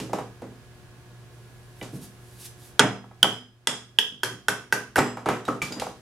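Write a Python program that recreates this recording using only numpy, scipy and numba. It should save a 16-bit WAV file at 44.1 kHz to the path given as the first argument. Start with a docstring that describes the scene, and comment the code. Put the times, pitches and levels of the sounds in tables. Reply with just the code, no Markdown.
"""A wooden club drives a knife down a thin stick standing on a log on a workbench.
Eight blows ring club, stick and blade, tear the fibres and shake the bench; the halves clatter down.
A sleeve brushes as the club is fetched. The small workshop echoes, over mains hum and air noise.
The camera clips on the blows and turns its gain down after them."""
import sys
import numpy as np
from scipy import signal
from scipy.fft import rfft, irfft
from scipy.io import wavfile
from scipy.ndimage import uniform_filter1d
from numba import njit

SR = 44100
rng = np.random.default_rng(int(sys.argv[2]) if len(sys.argv) > 2 else 0)


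def transcribe(signal):
    """Save signal, clipped to [-1, 1], as a 16-bit WAV file at the path in sys.argv[1]."""
    frames = np.atleast_2d(signal).T
    limited = np.clip(frames, -1, 1)
    pcm = np.round(limited * 32767).astype(np.int16)
    wavfile.write(sys.argv[1], SR, pcm)


N = 265217
AGE_S = np.arange(int(0.8 * SR)) / SR
TOP_HZ = 15950

# start_s, depth_fraction, club_db, stick_db, stick_hz, blade_db, bench_db
BLOWS = [(2.7935, 0, -5, -3, 1481, 0.5, -10.5), (3.2291, .06, -4, 1.5, 1473, 10, -13),
         (3.6719, 0.03, -6, -9.5, 1610, -4, -19), (3.987, 0.59, -6, -4.5, 1658, 5.5, -28.5),
         (4.2326, 0.57, -6, -3.5, 1537, -6, -23.5), (4.4834, 0.59, -5.5, 1.5, 1502, -16, -20),
         (4.7245, 0.63, -5.5, 3, 1533, -21.5, -20.5), (4.9583, 0.93, -8.5, -1.5, 1530, -23, -15.5)]
def club_blows(steel_db=-32, choke_db=-46):
    """Each blow rings club, stick, knife and bench; deeper in, the wood chokes the steel's long ring."""
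    out = np.zeros(N)
    for start_s, depth, club_db, stick_db, stick_hz, blade_db, bench_db in BLOWS:
        impact = club(club_db) + stick(stick_db, stick_hz) + blade(blade_db)
        steel = steel_ring(steel_db + choke_db * depth, centre_hz=3900)
        edge_snap = undb(club_db - 10) * fibres(t60_s=0.0059)
        add(out, start_s, impact + steel + edge_snap + tear(depth))
        add(out, start_s + 0.002987, undb(bench_db) * bench(rise_s=0.0044))
    return out

# pitch_hz, level_db, t60_s
CLUB_MODES = [(415.8, -12.5, 0.092), (634, -11, 0.0079), (927, -3, 0.022), (1030, -15.5, 0.022),
              (1308, -4.5, 0.015), (1804, -2.5, 0.036), (2707, -8, 0.025)]
# freq_hz, density_db
BARK_SPECTRUM = [(100, -35), (450, -24.5), (900, -15), (2200, -2.5), (4000, -23.5), (16000, -55)]
def club(level_db):
    """The club's modes ring while its bark crushes on the knife's spine."""
    bark = undb(-12) * noise(BARK_SPECTRUM) * fade(0.019) * swell(0.00063)
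    return undb(level_db) * (ring(CLUB_MODES, contact_s=0.00096, detune=0.052) + bark)

# pitch_ratio, level_db, t60_s
STICK_MODES = [(0.955, -9.5, 0.023), (1.001, 1.5, 0.027), (1.07, -15.5, 0.071)]
def stick(level_db, pitch_hz):
    """The struck stick rings in three close modes around its note."""
    modes = np.array(STICK_MODES) * [pitch_hz, 1, 1]
    return undb(level_db) * ring(modes, contact_s=0.00094, detune=0.0076)

# pitch_hz, level_db, t60_s
BLADE_MODES = [(2850, -18.5, 0.03), (3220, 4.5, 0.014), (3307, 8.5, 0.0082), (5030, -11.5, 0.01)]
def blade(level_db):
    """The blade rings briefly under the club."""
    return undb(level_db) * ring(BLADE_MODES, contact_s=0.00079, detune=0.035)

# pitch_hz, level_db, t60_s
STEEL_MODES = [(3350, -10, .5), (3250, -3, 0.41), (5250, -10, 0.26), (5080, -3, 0.43), (5150, -7, .25),
               (5200, -11, 0.27), (7550, -4.5, 0.25), (7700, -12, .3), (10950, -16, 0.27)]
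def steel_ring(level_db, centre_hz):
    """The steel sings long and thin in the modes near a centre."""
    return undb(level_db) * ring(favour(STEEL_MODES, centre_hz, spread_oct=0.44), contact_s=0.0028)

# start_s, level_db, centre_hz
STEEL_RINGS = [(2.797, -28.5, 5400), (3.243, -19.5, 9500), (4.982, -15.5, 9400)]
def steel_rings():
    """The knife's steel sings out at the first two blows and as the stick parts."""
    out = np.zeros(N)
    for start_s, level_db, centre_hz in STEEL_RINGS:
        add(out, start_s, steel_ring(level_db, centre_hz))
    return out

# freq_hz, density_db
FIBRE_SPECTRUM = [(300, -45), (1000, -10.5), (2500, -2.5), (4200, 0), (5500, 5), (8000, -1.5), (11000, 1),
                  (13000, -3), (16000, -29.5)]
def fibres(t60_s, grain_db=5):
    """Wood fibres snap: a dying shower of uneven tiny cracks."""
    grain = uniform_filter1d(rng.standard_normal(len(AGE_S)), size=16) * np.sqrt(16)
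    sizes = undb(grain_db * grain)
    sizes /= np.sqrt(np.mean(sizes ** 2))
    return noise(FIBRE_SPECTRUM) * sizes * fade(t60_s) * swell(0.00015)

def tear(depth):
    """Fibres tear ahead of the edge: softer, longer and finer from top (0) to foot (1)."""
    gain = glide(undb(-4), undb(-26.5), depth)
    t60_s = glide(0.027, 0.27, depth)
    cutoff_hz = glide(9000, 14000, depth ** 0.27)  # bright as soon as the edge is in
    return gain * lowpass(fibres(t60_s), cutoff_hz, order=4)

# pitch_hz, level_db, t60_s
BENCH_MODES = [(117.55, -9, 0.54), (139.2, -14.5, 0.46), (197.4, -4.5, 0.47), (244.7, -11, 0.46),
               (273.4, -7, 0.43), (332.5, -1.5, 0.12), (381.4, -7.5, 0.29), (432.4, -2.5, 0.2),
               (494, -17.5, 0.18), (565, -10, 0.064), (698, 1, 0.12)]
# freq_hz, density_db
THUD_SPECTRUM = [(20, -41), (70, -28.5), (150, -9.5), (380, -10.5), (900, -13), (1500, -8), (3000, -9),
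                 (6000, -32.5), (16000, -91)]
def bench(rise_s, cutoff_hz=1500):
    """The heavy bench top and its load thud; a soft touch wakes only the low modes."""
    modes = undb(-8) * ring(BENCH_MODES, rise_s, detune=0.0098)
    thud = undb(4) * noise(THUD_SPECTRUM) * fade(0.31) * swell(rise_s)
    return lowpass(modes + thud, cutoff_hz)

# start_s, ring_db, centre_hz, bench_db
WOOD_KNOCKS = [(0.095, -40.5, 477, -33.5), (0.132, -23.5, 660, -26), (0.186, -30.5, 720, -30),
               (0.42, -36.5, 443, -29.5), (1.815, -38, 450, -32), (2.837, -19.5, 950, -15),
               (3.041, -42.5, 960, -57), (3.112, -45.5, 920, -65), (3.243, -9.5, 960, -11),
               (4.9812, -10, 800, -3.5), (4.989, -8.5, 1480, -10), (5.171, -23.5, 1000, -26),
               (5.2588, -17, 1070, -13), (5.2875, -11, 1050, -10.5), (5.48, -20, 640, -13),
               (5.8201, -22.5, 668, -37.5), (5.867, -29.5, 770, -33.5)]
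def wood_knocks():
    """Wood knocks as it is handled, jolts after a blow or falls: it rings, scuffs and thuds the bench."""
    out = np.zeros(N)
    for start_s, ring_db, centre_hz, bench_db in WOOD_KNOCKS:
        thud = undb(bench_db) * bench(rise_s=0.0045, cutoff_hz=0.94 * centre_hz)
        scuff_db = -15.5 + 1.274 * ring_db  # grows faster than the ring
        add(out, start_s, slat(ring_db, centre_hz, spread_oct=0.66) + scuff(scuff_db) + thud)
    return out

# start_s, ring_db, centre_hz, spread_oct
CLINKS = [(1.813, -30.5, 2600, 0.3), (5.452, -9.5, 3560, 0.043), (5.4856, -8, 1280, 0.18),
          (5.6178, -3.5, 2380, 0.053), (5.619, -9.5, 1230, 0.029), (5.7223, -8, 5600, 0.15)]
def clinks():
    """A piece tapped on its end or edge rings in few modes, with little scuff."""
    out = np.zeros(N)
    for start_s, ring_db, centre_hz, spread_oct in CLINKS:
        add(out, start_s, slat(ring_db, centre_hz, spread_oct) + scuff(ring_db - 33))
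    return out

# pitch_hz, level_db, t60_s
SLAT_MODES = [(390, 7.5, 0.015), (521, 0.5, 0.063), (617, 2, 0.041), (784, 10, 0.023), (981, 1.5, 0.042),
              (1107, -2, 0.063), (1206, -9, 0.11), (1303, 2, 0.045), (1610, 3, 0.013), (2007, -1, .05),
              (2336, -7, 0.057), (2940, -2.5, 0.019), (3796, -7.5, .08), (4910, -12.5, .09),
              (6900, -7, 0.03)]
def slat(level_db, centre_hz, spread_oct):
    """A loose piece of wood rings after a hard contact."""
    return undb(level_db) * ring(favour(SLAT_MODES, centre_hz, spread_oct), contact_s=0.00012)

# freq_hz, density_db
SCUFF_SPECTRUM = [(300, -2), (1000, -4), (2500, -6.5), (4000, -9.5), (7000, -11.5), (11000, -17),
                  (13000, -21.5), (16000, -38)]
def scuff(level_db):
    """Wood on wood: a sharp first touch, then a short scrape."""
    envelope = undb(10.5) * fade(0.018) + undb(4.5) * fade(0.29)
    return undb(level_db) * noise(SCUFF_SPECTRUM) * envelope

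# start_s, level_db
SCRAPES = [(0.001, -43.5), (1.827, -48), (5.622, -30.5), (5.798, -35)]
def scrapes():
    """Wood slides a short way."""
    out = np.zeros(N)
    for start_s, level_db in SCRAPES:
        add(out, start_s, scuff(level_db))
    return out

# start_s, level_db, cutoff_hz
BUMPS = [(0.001, -23.5, 277), (1.926, -24, 219.3), (2.002, -35, 247), (2.829, -1, 110), (3.281, -10, 161),
         (4.114, -26, 186), (4.252, -20, 172), (4.31, -23, 186), (5.625, -16, 194), (5.698, -26, 597),
         (5.76, -25.5, 700)]
def bumps():
    """Hand and log bump dully on the bench."""
    out = np.zeros(N)
    for start_s, level_db, cutoff_hz in BUMPS:
        add(out, start_s, undb(level_db) * bench(rise_s=0.006, cutoff_hz=cutoff_hz))
    return out

# peak_s, level_db, width_s
BRUSHES = [(1.815, -62.5, 0.12), (1.959, -53.5, 0.076), (2.038, -49, 0.072), (2.334, -62.5, 0.27),
           (2.417, -47.5, 0.067), (2.457, -40.5, 0.04), (2.65, -54.5, 0.19)]
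# freq_hz, density_db
CLOTH_SPECTRUM = [(300, -25.5), (1500, -3), (3500, 6.5), (7000, 6), (11500, 10), (14000, -3), (20000, -11)]
def sleeve(start_s=1.32, end_s=2.4, rustle_db=-70, rise_fraction=0.51):
    """Cloth rustles through the reach for the club; brushes of sleeve and palm swell and die."""
    t = np.arange(N) / SR
    envelope = undb(rustle_db) * ((t > start_s) & (t < end_s))
    for peak_s, level_db, width_s in BRUSHES:
        flank_s = width_s * np.where(t < peak_s, rise_fraction, 1 - rise_fraction)
        envelope += undb(level_db) * np.exp(-2 * ((t - peak_s) / flank_s) ** 2)
    return noise(CLOTH_SPECTRUM, N) * envelope

# freq_hz, t60_s, reflected_db, side_db
ROOM = [(98, 0.53, -14.5, -5.5), (300, 0.25, -3, -12), (1060, 0.25, -4.5, -6), (1590, 0.31, -8.5, -2.5),
        (3220, 0.31, -5.5, 0), (6000, 0.45, -3.5, -1), (11400, 0.19, -6.5, 3), (16000, 0.17, -12.5, 2.5)]
def reflections():
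    """Dense echoes off walls and shelves, each octave dying at its own pace."""
    size = len(AGE_S)
    hz, tail = bins_hz(size), np.zeros(size)
    white = rfft(rng.standard_normal(size))
    centres_hz = np.geomspace(64, 16384, 9)
    for centre_hz, weights in zip(centres_hz, np.eye(9)):
        band = irfft(white * lookup(hz, np.column_stack([centres_hz, weights])), size)
        tail += band * fade(lookup(centre_hz, ROOM)) * swell(0.0014)
    # flatten the random tail's spectrum before applying the room's levels
    response = rfft(tail)
    response /= np.sqrt(uniform_filter1d(np.abs(response) ** 2, size=70))
    return irfft(response * undb(lookup(hz, ROOM, column=2)), size) * (AGE_S < 0.75 * AGE_S[-1])

def widen(mid, side):
    """Diffuse sound reaches both microphones alike in the bass, less so in the treble."""
    side_gain = undb(lookup(bins_hz(len(side)), ROOM, column=3))
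    side = irfft(rfft(side) * side_gain, len(side))
    return np.array([mid + side, mid - side])

# pitch_hz, rms_db
HUM_PARTIALS = [(119.8, -51), (360, -61.5), (480, -71.5), (600, -75), (720, -70), (1080, -73),
                (1440, -74.5), (1560, -74), (1680, -68)]
def mains_hum(waver_db=1):
    """Mains hum, each partial wavering slightly in level."""
    t, knots_s = np.arange(N) / SR, np.linspace(0, N / SR, 40)
    out = np.zeros(N)
    for pitch_hz, rms_db in HUM_PARTIALS:
        drift_db = waver_db * np.interp(t, knots_s, rng.standard_normal(len(knots_s)))
        out += np.sqrt(2) * undb(rms_db + drift_db) * np.sin(2 * np.pi * (pitch_hz * t + rng.random()))
    return out

# freq_hz, density_db
AIR_SPECTRUM = [(15, -58), (25, -9.5), (64, -4), (94, -5), (123, -2), (223, -12), (309, -14), (354, -12.5),
                (531, -17.5), (714, -19), (1230, -21.5), (1700, -23.5), (2050, -25), (10700, -36),
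                (16000, -46)]
def air():
    """Steady, diffuse air noise."""
    return undb(-52.5) * widen(noise(AIR_SPECTRUM, N), noise(AIR_SPECTRUM, N))

def ring(modes, contact_s, detune=0.0033):
    """Modes swell during contact; grip and strike point shift them a little each time."""
    hz, db, t60_s = np.transpose(modes)[:, :, None]
    hz = hz * (1 + detune * rng.standard_normal(hz.shape))
    sign = (-1) ** np.arange(len(hz))[:, None]  # neighbours swing opposite ways
    partials = sign * undb(db) * fade(t60_s) * np.sin(2 * np.pi * hz * AGE_S)
    return partials.sum(0) * swell(contact_s)

def favour(modes, centre_hz, spread_oct):
    """The contact point favours the modes around a centre."""
    return [(hz, db - 10 * np.log10(1 + (np.log2(hz / centre_hz) / spread_oct) ** 4), t60_s)
            for hz, db, t60_s in modes]

def noise(spectrum, size=len(AGE_S)):
    """Coloured noise, rms 1."""
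    x = irfft(rfft(rng.standard_normal(size)) * undb(lookup(bins_hz(size), spectrum)), size)
    return x / x.std()

def lowpass(x, cutoff_hz, order=2):
    """Butterworth low-pass."""
    return signal.sosfilt(signal.butter(order, min(cutoff_hz, TOP_HZ), fs=SR, output="sos"), x)

def fade(t60_s):
    """Exponential decay."""
    return np.exp(-np.log(1000) * AGE_S / t60_s)

def swell(rise_s):
    """Smooth onset."""
    return 1 - np.exp(-(AGE_S / rise_s) ** 2)

def glide(start, end, fraction):
    """Geometric interpolation."""
    return start * (end / start) ** fraction

def lookup(hz, table, column=1):
    """Table column interpolated over log frequency."""
    rows = np.array(table)
    return np.interp(np.log(np.maximum(hz, 1)), np.log(rows[:, 0]), rows[:, column])

def bins_hz(size):
    """FFT bin frequencies."""
    return np.fft.rfftfreq(size, 1 / SR)

def undb(db):
    """Decibels to gain."""
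    return 10 ** (np.asarray(db) / 20)

def add(track, start_s, sound):
    """Mix a sound into the track."""
    start = max(int(start_s * SR), 0)
    track[start:start + len(sound)] += sound[:max(N - start, 0)]

def scene():
    """Bench work, direct and reflected, over hum and air."""
    direct = club_blows() + steel_rings() + wood_knocks() + clinks() + scrapes() + bumps() + sleeve()
    room_response = widen(reflections(), reflections())
    echoes = signal.fftconvolve(direct[None], room_response, axes=1)[:, :N]
    return direct + echoes + mains_hum() + air()

@njit
def follow(x, attack, release):
    """Level detector; attack and release are per-sample coefficients."""
    out, level = np.empty(len(x)), 0.
    for i in range(len(x)):
        level += (x[i] - level) * (attack if x[i] > level else release)
        out[i] = level
    return out

# freq_hz, left_minus_right_db
MIC_BALANCE = [(100, -0.7), (500, -1.3), (1500, -1.5), (3200, -3), (4500, 1), (8000, -2), (13000, -3.5)]
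def record(dry, knee_db=-18, attack_s=0.017, release_s=0.58, low_cut_hz=28):
    """Camera gain control ducks too late for each crack, which clips; the gain then creeps back."""
    balance = undb(np.outer([0.5, -0.5], lookup(bins_hz(N), MIC_BALANCE)))
    sound = irfft(rfft(dry) * balance, N)
    sound = signal.sosfilt(signal.butter(2, low_cut_hz, "high", fs=SR, output="sos"), sound)
    level = follow(np.abs(sound).max(0), 1 / (attack_s * SR), 1 / (release_s * SR))
    clipped = np.clip(sound / np.maximum(level / undb(knee_db), 1), -1, 1)
    return signal.sosfilt(signal.ellip(10, 0.1, 100, TOP_HZ, fs=SR, output="sos"), clipped)

dry = scene()
out = record(dry)
transcribe(out)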